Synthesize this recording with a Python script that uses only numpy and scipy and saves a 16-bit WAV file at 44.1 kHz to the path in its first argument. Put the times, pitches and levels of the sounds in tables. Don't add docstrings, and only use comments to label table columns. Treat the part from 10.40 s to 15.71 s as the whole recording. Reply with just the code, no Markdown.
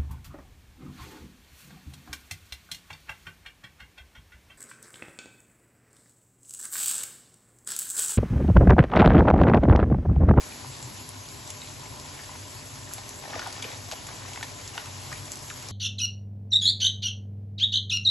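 import sys
import numpy as np
from scipy import signal
from scipy.fft import rfft, irfft
from scipy.io import wavfile
from scipy.ndimage import uniform_filter1d

SR = 44100
rng = np.random.default_rng(int(sys.argv[2]) if len(sys.argv) > 2 else 0)


def boost(x):
    u = np.asarray(x, float) / 20
    return 10 ** u


def transcribe(u):
    v = np.clip(np.atleast_2d(u).T, -1, 1)
    q = np.round(v * 32767).astype(np.int16)
    wavfile.write(sys.argv[1], SR, q)


N = 234303

# frequency in Hz, relative level in dB, sharpness Q.
BAG_MODES = [(270, 0, 4), (540, 0, 6), (732, 0, 7), (957, 0, 8), (1410, 1, 12), (1817, 2, 17),
             (2320, 3, 22), (2850, 3, 24), (3370, 3, 26), (3800, 2, 14)]


def evened(x):
    return x / np.sqrt(np.mean(x ** 2) + 1e-20)


def read(points, hz):
    f, value = np.transpose(points)
    return np.interp(np.log(hz + 1), np.log(f + 1), value)


def follow(rows):
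    s, db = np.transpose(rows)
    return boost(np.interp(np.arange(N) / SR, s, db))


def colour(x, points):
    return irfft(rfft(x) * boost(read(points, np.fft.rfftfreq(N, 1 / SR))), N)


def paired(x, y):
    # frequency in Hz, coherence from 0 to 1.
    likeness = [(60, .95), (150, .93), (300, .6), (500, .3), (950, .65), (1600, .2), (2800, .4),
                (3900, .86), (5200, .35), (6300, .96), (6900, .99), (7450, .995), (7950, .7), (8450, .999),
                (9700, .999), (10100, .6), (10700, .985), (11200, .999)]
    same = np.clip(read(likeness, np.fft.rfftfreq(N, 1 / SR)), 0, 1)
    right = same * rfft(x) + np.sqrt(1 - same ** 2) * rfft(y)
    return np.array([x, irfft(right, N)])


def patchy(points, patch_db, flicker_db):
    frames, hz = N // 128 + 5, np.fft.rfftfreq(512, 1 / SR)
    a, b, c, d, patches = rng.standard_normal((frames, 257, 5)).T
    patches = uniform_filter1d(patches, size=8, axis=0)
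    patches = evened(uniform_filter1d(patches, size=20, axis=1))
    flicker = evened(uniform_filter1d(rng.standard_normal(frames), size=12))
    band_db = read(points, hz)[:, None] + patch_db * patches + flicker_db * flicker
    spectra = np.array([a + 1j * b, c + 1j * d]) * boost(band_db)
    return evened(signal.istft(spectra, nperseg=512, noverlap=384)[1][:, :N])


def clicks(per_s, spread_db):
    height = boost(spread_db * np.minimum(rng.exponential(1, (2, N)), 5))
    sign = np.sign(rng.standard_normal((2, N)))
    return height * sign * (rng.random((2, N)) < per_s / SR)


def fuzzy(hz, width):
    r = np.exp(-np.pi * width / SR)
    drive = rng.standard_normal((2, N)) + 1j * rng.standard_normal((2, N))
    slow = signal.lfilter([1 - r], [1, -r], drive)
    carrier = np.exp(2j * np.pi * hz * np.arange(N) / SR)
    return evened((slow * carrier).real)


def resonance(x, hz, q):
    y = signal.lfilter(*signal.iirpeak(min(hz, 15000), max(q, .2), SR), x)
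    return y / abs(y).max()


def kitchen(x, t60, wet_db):
    t = np.arange(SR // 3) / SR
    sign = rng.choice([-1., 1.], (2, len(t)))
    taps = sign * (rng.random((2, len(t))) < .1) * (t > .002)
    tail = taps * boost(-60 * t / max(t60, .01))
    tail = tail / np.linalg.norm(tail[0])
    wet = signal.oaconvolve(x[None], tail, axes=1)[:, :N]
    return x + boost(wet_db) * paired(*wet)


def fan():
    # frequency in Hz, bandwidth in Hz, relative level in dB.
    room_modes = [(71.6, 2.4, -17), (99.2, 12, 5), (124, 7.2, -3.5), (141.1, 3.5, -3)]
    # frequency in Hz, bandwidth in Hz, rms level in dB.
    tones = [(258, 25.4, -57), (397, 6.1, -62), (603, 2.3, -61), (1009, 16, -61)]
    # frequency in Hz, density in dB per Hz.
    air = [(16, -38), (28, -12), (108, -5.5), (133, -27), (193, -46), (258, -4), (399, -12), (443, -27),
           (605, -13.5), (671, -20), (1040, -6.5), (1250, -27), (4000, -18.5), (5200, -16), (8800, -120)]
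    rumble_db, waver_db, wash_db = -46, 0.5, -50
    boom = evened(sum(boost(db) * fuzzy(hz, width) for hz, width, db in room_modes))
    waver = evened(uniform_filter1d(rng.standard_normal(N), size=5000))
    rumble = boost(rumble_db + waver_db * waver) * boom
    whine = sum(boost(db) * fuzzy(hz, width) for hz, width, db in tones)
    wash = boost(wash_db) * patchy(air, patch_db=2.0, flicker_db=1.35)
    return paired(*(rumble + whine + wash))


def thumps():
    # centre in seconds, peak level in dB, frequency in Hz.
    swells = [(0.293, -35.5, 131), (0.46, -33, 125)]
    half_width_s = 0.026
    t = np.arange(N) / SR
    total = np.zeros(N)
    for (s, db, hz), turn in zip(swells, rng.random(len(swells))):
        swell = np.exp(-((t - s) / half_width_s) ** 2)
        total += boost(db) * swell * np.sin(2 * np.pi * (hz * t + turn))
    return total


def film_creases():
    # frequency in Hz, relative density in dB per Hz.
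    film = [(120, -49), (250, -5.5), (500, 0.5), (800, 0.5), (1200, -4), (2000, -5.5), (3500, -9),
            (6000, -7), (12000, -65)]
    clump = boost(1.6 * evened(uniform_filter1d(rng.standard_normal(N), size=250)))
    return evened(colour(clicks(per_s=3300, spread_db=2.0) * clump, film))


def crinkles():
    first_mode = 3
    train = clicks(per_s=250, spread_db=3.5)[0]
    chosen = rng.integers(first_mode, len(BAG_MODES), N)
    rings = sum(resonance(train * (chosen == k), hz, q)
                for k, (hz, _, q) in enumerate(BAG_MODES) if k >= first_mode)
    return boost(-11) * evened(rings)


def bag_ring(slips, centre_hz):
    reach_db_per_octave, rise_q = 34, 2.2
    nearest_hz = min((m[0] for m in BAG_MODES), key=lambda f: abs(f - centre_hz))
    shift = centre_hz / nearest_hz
    ring = 0
    for k, (hz, db, q) in enumerate(BAG_MODES):
        gain = boost(db - reach_db_per_octave * abs(np.log2(hz / centre_hz))) * (-1) ** k
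        mode = resonance(slips, shift * hz, q)
        ring = ring + gain * resonance(mode, shift * hz, q=rise_q)
    return ring / abs(ring).max()


def bag_snaps():
    # start in seconds, ring peak in dB, centre of the ringing in Hz,
    # decay time t60 of the slips in seconds, crack peak in dB.
    snap_rows = [(0.1215, -34, 2400, 0.014, -52), (0.246, -32, 964, 0.026, -46),
                 (1.104, -33.5, 2930, 0.015, -50), (1.218, -32, 4250, 0.006, -29),
                 (1.228, -37, 2600, .012, -50), (1.2735, -44, 2420, .01, -35),
                 (1.457, -37, 2200, .015, -42), (1.461, -42, 800, .02, -50), (1.652, -39, 790, .03, -42),
                 (1.792, -33.5, 1750, 0.1, -36), (1.892, -35.5, 990, 0.14, -55),
                 (2.511, -35, 1340, 0.039, -44), (2.582, -37, 796, 0.067, -31),
                 (2.837, -34.5, 800, 0.056, -41), (2.839, -39, 1570, .015, -50),
                 (2.853, -36, 755, 0.029, -50), (2.877, -35, 594, 0.049, -52),
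                 (2.901, -33, 590, 0.013, -50), (2.907, -36, 786, 0.015, -28),
                 (2.928, -32, 770, 0.035, -45), (2.934, -27, 1780, .012, -41),
                 (2.942, -29.5, 1210, 0.023, -27), (2.947, -38, 270, 0.032, -45),
                 (2.954, -31, 1940, 0.016, -35), (2.9605, -27, 675, 0.014, -38),
                 (2.975, -39, 930, 0.015, -47), (2.9935, -25.5, 1385, 0.027, -24),
                 (2.997, -35, 740, 0.02, -44), (3.0183, -26.5, 1490, 0.01, -43),
                 (3.026, -32.5, 1120, 0.038, -47), (3.0625, -34, 1000, 0.015, -38),
                 (3.066, -26.5, 980, 0.016, -38), (3.0735, -29, 740, 0.012, -31),
                 (3.08, -40, 720, .02, -45), (3.2245, -27.5, 3350, 0.034, -31),
                 (3.225, -34, 2330, .012, -50), (3.2268, -31, 3330, .015, -32),
                 (3.231, -41, 2350, .015, -33), (3.2425, -24, 2420, 0.03, -34),
                 (3.248, -34.5, 450, 0.03, -35), (3.277, -39, 2310, .012, -42),
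                 (3.304, -39, 790, 0.038, -44), (3.317, -35, 1950, 0.028, -35),
                 (3.33, -39.5, 934, 0.041, -44), (3.5145, -31, 1090, 0.02, -23),
                 (3.5215, -33, 756, 0.024, -25), (3.526, -31, 680, 0.022, -27),
                 (3.5325, -30, 720, 0.025, -28), (3.687, -33.5, 1240, 0.094, -32),
                 (3.82, -37, 1510, .02, -40), (3.851, -35, 1050, 0.018, -50), (3.92, -38, 750, .02, -50),
                 (3.9335, -34, 2760, 0.0089, -36), (3.959, -30.5, 1550, 0.02, -29),
                 (3.9745, -29.5, 2180, 0.015, -40), (3.9745, -34, 810, 0.013, -50),
                 (4.0103, -34, 1490, .01, -30), (4.0283, -24, 1785, 0.018, -22),
                 (4.028, -31.5, 920, 0.019, -45), (4.033, -33, 3320, 0.044, -27),
                 (4.355, -39, 740, 0.043, -48), (4.3783, -33, 910, .012, -50),
                 (4.3788, -33, 2000, .02, -48), (4.3785, -22.5, 1475, 0.017, -21.5),
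                 (4.379, -27.5, 2850, .015, -43), (4.459, -37, 1040, 0.073, -31),
                 (4.717, -31.5, 1270, 0.04, -50), (4.727, -30, 1880, 0.026, -45),
                 (4.728, -37, 4270, .015, -45), (5.101, -34, 2510, 0.025, -25.5),
                 (5.1035, -33, 1750, .012, -43), (5.1115, -31.5, 1340, 0.029, -49)]
    buckle_db = 25
    out, t = np.zeros(N + 3000), np.arange(3000) / SR
    grits = rng.standard_normal((len(snap_rows), 3000))
    for (s, ring_db, centre_hz, t60, crack_db), grit in zip(snap_rows, grits):
        slips = boost(buckle_db) * (t == 0) + evened(grit ** 3) * boost(-60 * t / max(t60, .005))
        ring = bag_ring(slips, centre_hz)
        crack = resonance(resonance(slips, 3300, q=0.85), 2400, q=0.64)
        out[round(s * SR):][:3000] += boost(ring_db) * ring + boost(crack_db) * crack
    return out[:N]


def bag():
    # time in seconds, rustle gain in dB.
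    rustle = [(0, -47.5), (.9, -51.5), (1.75, -48.5), (2.1, -51), (2.8, -48.5), (2.98, -40), (3.1, -43.5),
              (3.33, -42), (3.41, -48.5), (3.75, -46.5), (4.05, -47), (4.3, -49.5), (4.39, -42.5),
              (4.48, -48.5), (4.72, -46.5), (5.0, -50), (5.31, -46.5)]
    handling = follow(rustle)
    creases = handling * paired(*film_creases())
    return creases + kitchen(bag_snaps() + handling * crinkles(), t60=0.13, wet_db=-7)


def sizzle():
    # time in seconds, gain in dB.
    heat = [(0.0, -45.5), (0.97, -48), (1.83, -47), (2.35, -47), (2.96, -48), (3.09, -47), (3.59, -47.5),
            (4.76, -46), (4.91, -46), (5.31, -46.5)]
    # frequency in Hz, relative density in dB per Hz.
    fizz = [(900, -8), (2000, -1.5), (3500, -4.5), (5500, -2.5), (7000, 2.5), (7800, 0.5), (8300, 2.5),
            (9000, -4.5), (9900, -5), (11000, -4), (12500, -3)]
    hiss = patchy(fizz, patch_db=2.0, flicker_db=0.77)
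    t = np.arange(200) / SR
    puff = rng.standard_normal(200) * boost(-60 * t / 0.00087)
    bursts = signal.oaconvolve(clicks(per_s=400, spread_db=4), puff[None], axes=1)[:, :N]
    crackle = evened(colour(bursts, fizz))
    return follow(heat) * paired(*(boost(2.5) * hiss + boost(-8.5) * crackle))


def spits():
    # start in seconds, peak of the direct sound in dB, bubble pitch in Hz,
    # decay time t60 of the spray in seconds.
    spit_rows = [(0.427, -26, 7100, 0.013), (0.691, -23, 9000, .01), (0.8879, -28.5, 5700, 0.0074),
                 (1.0515, -32, 7500, .005), (1.0765, -26, 6930, .008), (1.1037, -20.5, 7300, .018),
                 (1.342, -39, 6800, .006), (1.436, -31, 6500, .01), (1.599, -27, 5800, 0.0067),
                 (2.537, -11.5, 10800, 0.0037), (2.692, -22.5, 6800, 0.01), (2.9937, -27, 4550, 0.026),
                 (3.073, -22, 7160, 0.0058), (3.1272, -23, 6190, 0.0071), (3.2246, -22.5, 6950, 0.016),
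                 (3.5143, -21.5, 5500, 0.0065), (3.522, -23.5, 6250, 0.024), (3.669, -25, 6960, .008),
                 (3.671, -28, 6900, 0.0072), (3.934, -25.5, 6260, 0.011), (4.031, -27, 6800, 0.035),
                 (4.2144, -30, 5470, 0.0066), (4.277, -26.5, 5700, 0.017), (4.727, -25.5, 6700, .015),
                 (4.856, -27, 7410, .008), (4.919, -16.5, 7000, .006), (4.9567, -23, 6800, .006),
                 (4.972, -25, 7460, .006), (4.991, -31, 6290, 0.0067), (5.027, -29, 7230, .008),
                 (5.083, -29, 6500, .012), (5.1404, -28, 6000, 0.006), (5.226, -27, 6700, .008),
                 (5.287, -22, 6300, 0.0073)]
    aside = 0.1
    out, t = np.zeros((2, N + 1500)), np.arange(1500) / SR
    sprays = rng.standard_normal((len(spit_rows), 1500))
    for (s, db, hz, t60), spray in zip(spit_rows, sprays):
        burst = (t == 0) + boost(-14.5 - 60 * t / max(t60, .002)) * spray
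        crack = resonance(resonance(burst, hz, q=1.27), hz, q=1.27)
        out[:, round(s * SR):][:, :1500] += boost(db) * crack * [[1], [aside * np.sign(spray[0])]]
    middle, side = out[:, :N]
    return kitchen(middle, t60=0.12, wet_db=-4.5) + side * [[1], [-1]]


def scene():
    return fan() + thumps() + bag() + sizzle() + spits()


def band_limit(x):
    return signal.sosfilt(signal.butter(12, 12800, fs=SR, output="sos"), x)


def record(dry):
    # frequency in Hz, gain in dB.
    mic = [(20, -42), (45, 3), (80, -1.5), (11600, 2), (11950, -17), (12400, -30), (13000, -60)]
    # frequency in Hz, left over right in dB.
    lean = [(60, 1.5), (120, 2.5), (350, -1), (640, 3), (1150, 1.5), (2700, 2.5), (3800, .5), (5200, 2.5),
            (6800, .3), (8300, 0)]
    # frequency in Hz, left's lead in half turns.
    stereo_phase = [(300, 0), (1300, .25), (2600, .25), (3600, .03), (7550, 0), (8420, -1), (9750, -1),
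                    (10450, -2)]
    hz = np.fft.rfftfreq(N, 1 / SR)
    left = boost(read(lean, hz) / 2) * np.exp(.5j * np.pi * read(stereo_phase, hz))
    ports = irfft(rfft(dry) * boost(read(mic, hz)) * np.array([left, 1 / left]), N)
    return band_limit(ports)


dry = scene()
out = record(dry)
transcribe(out)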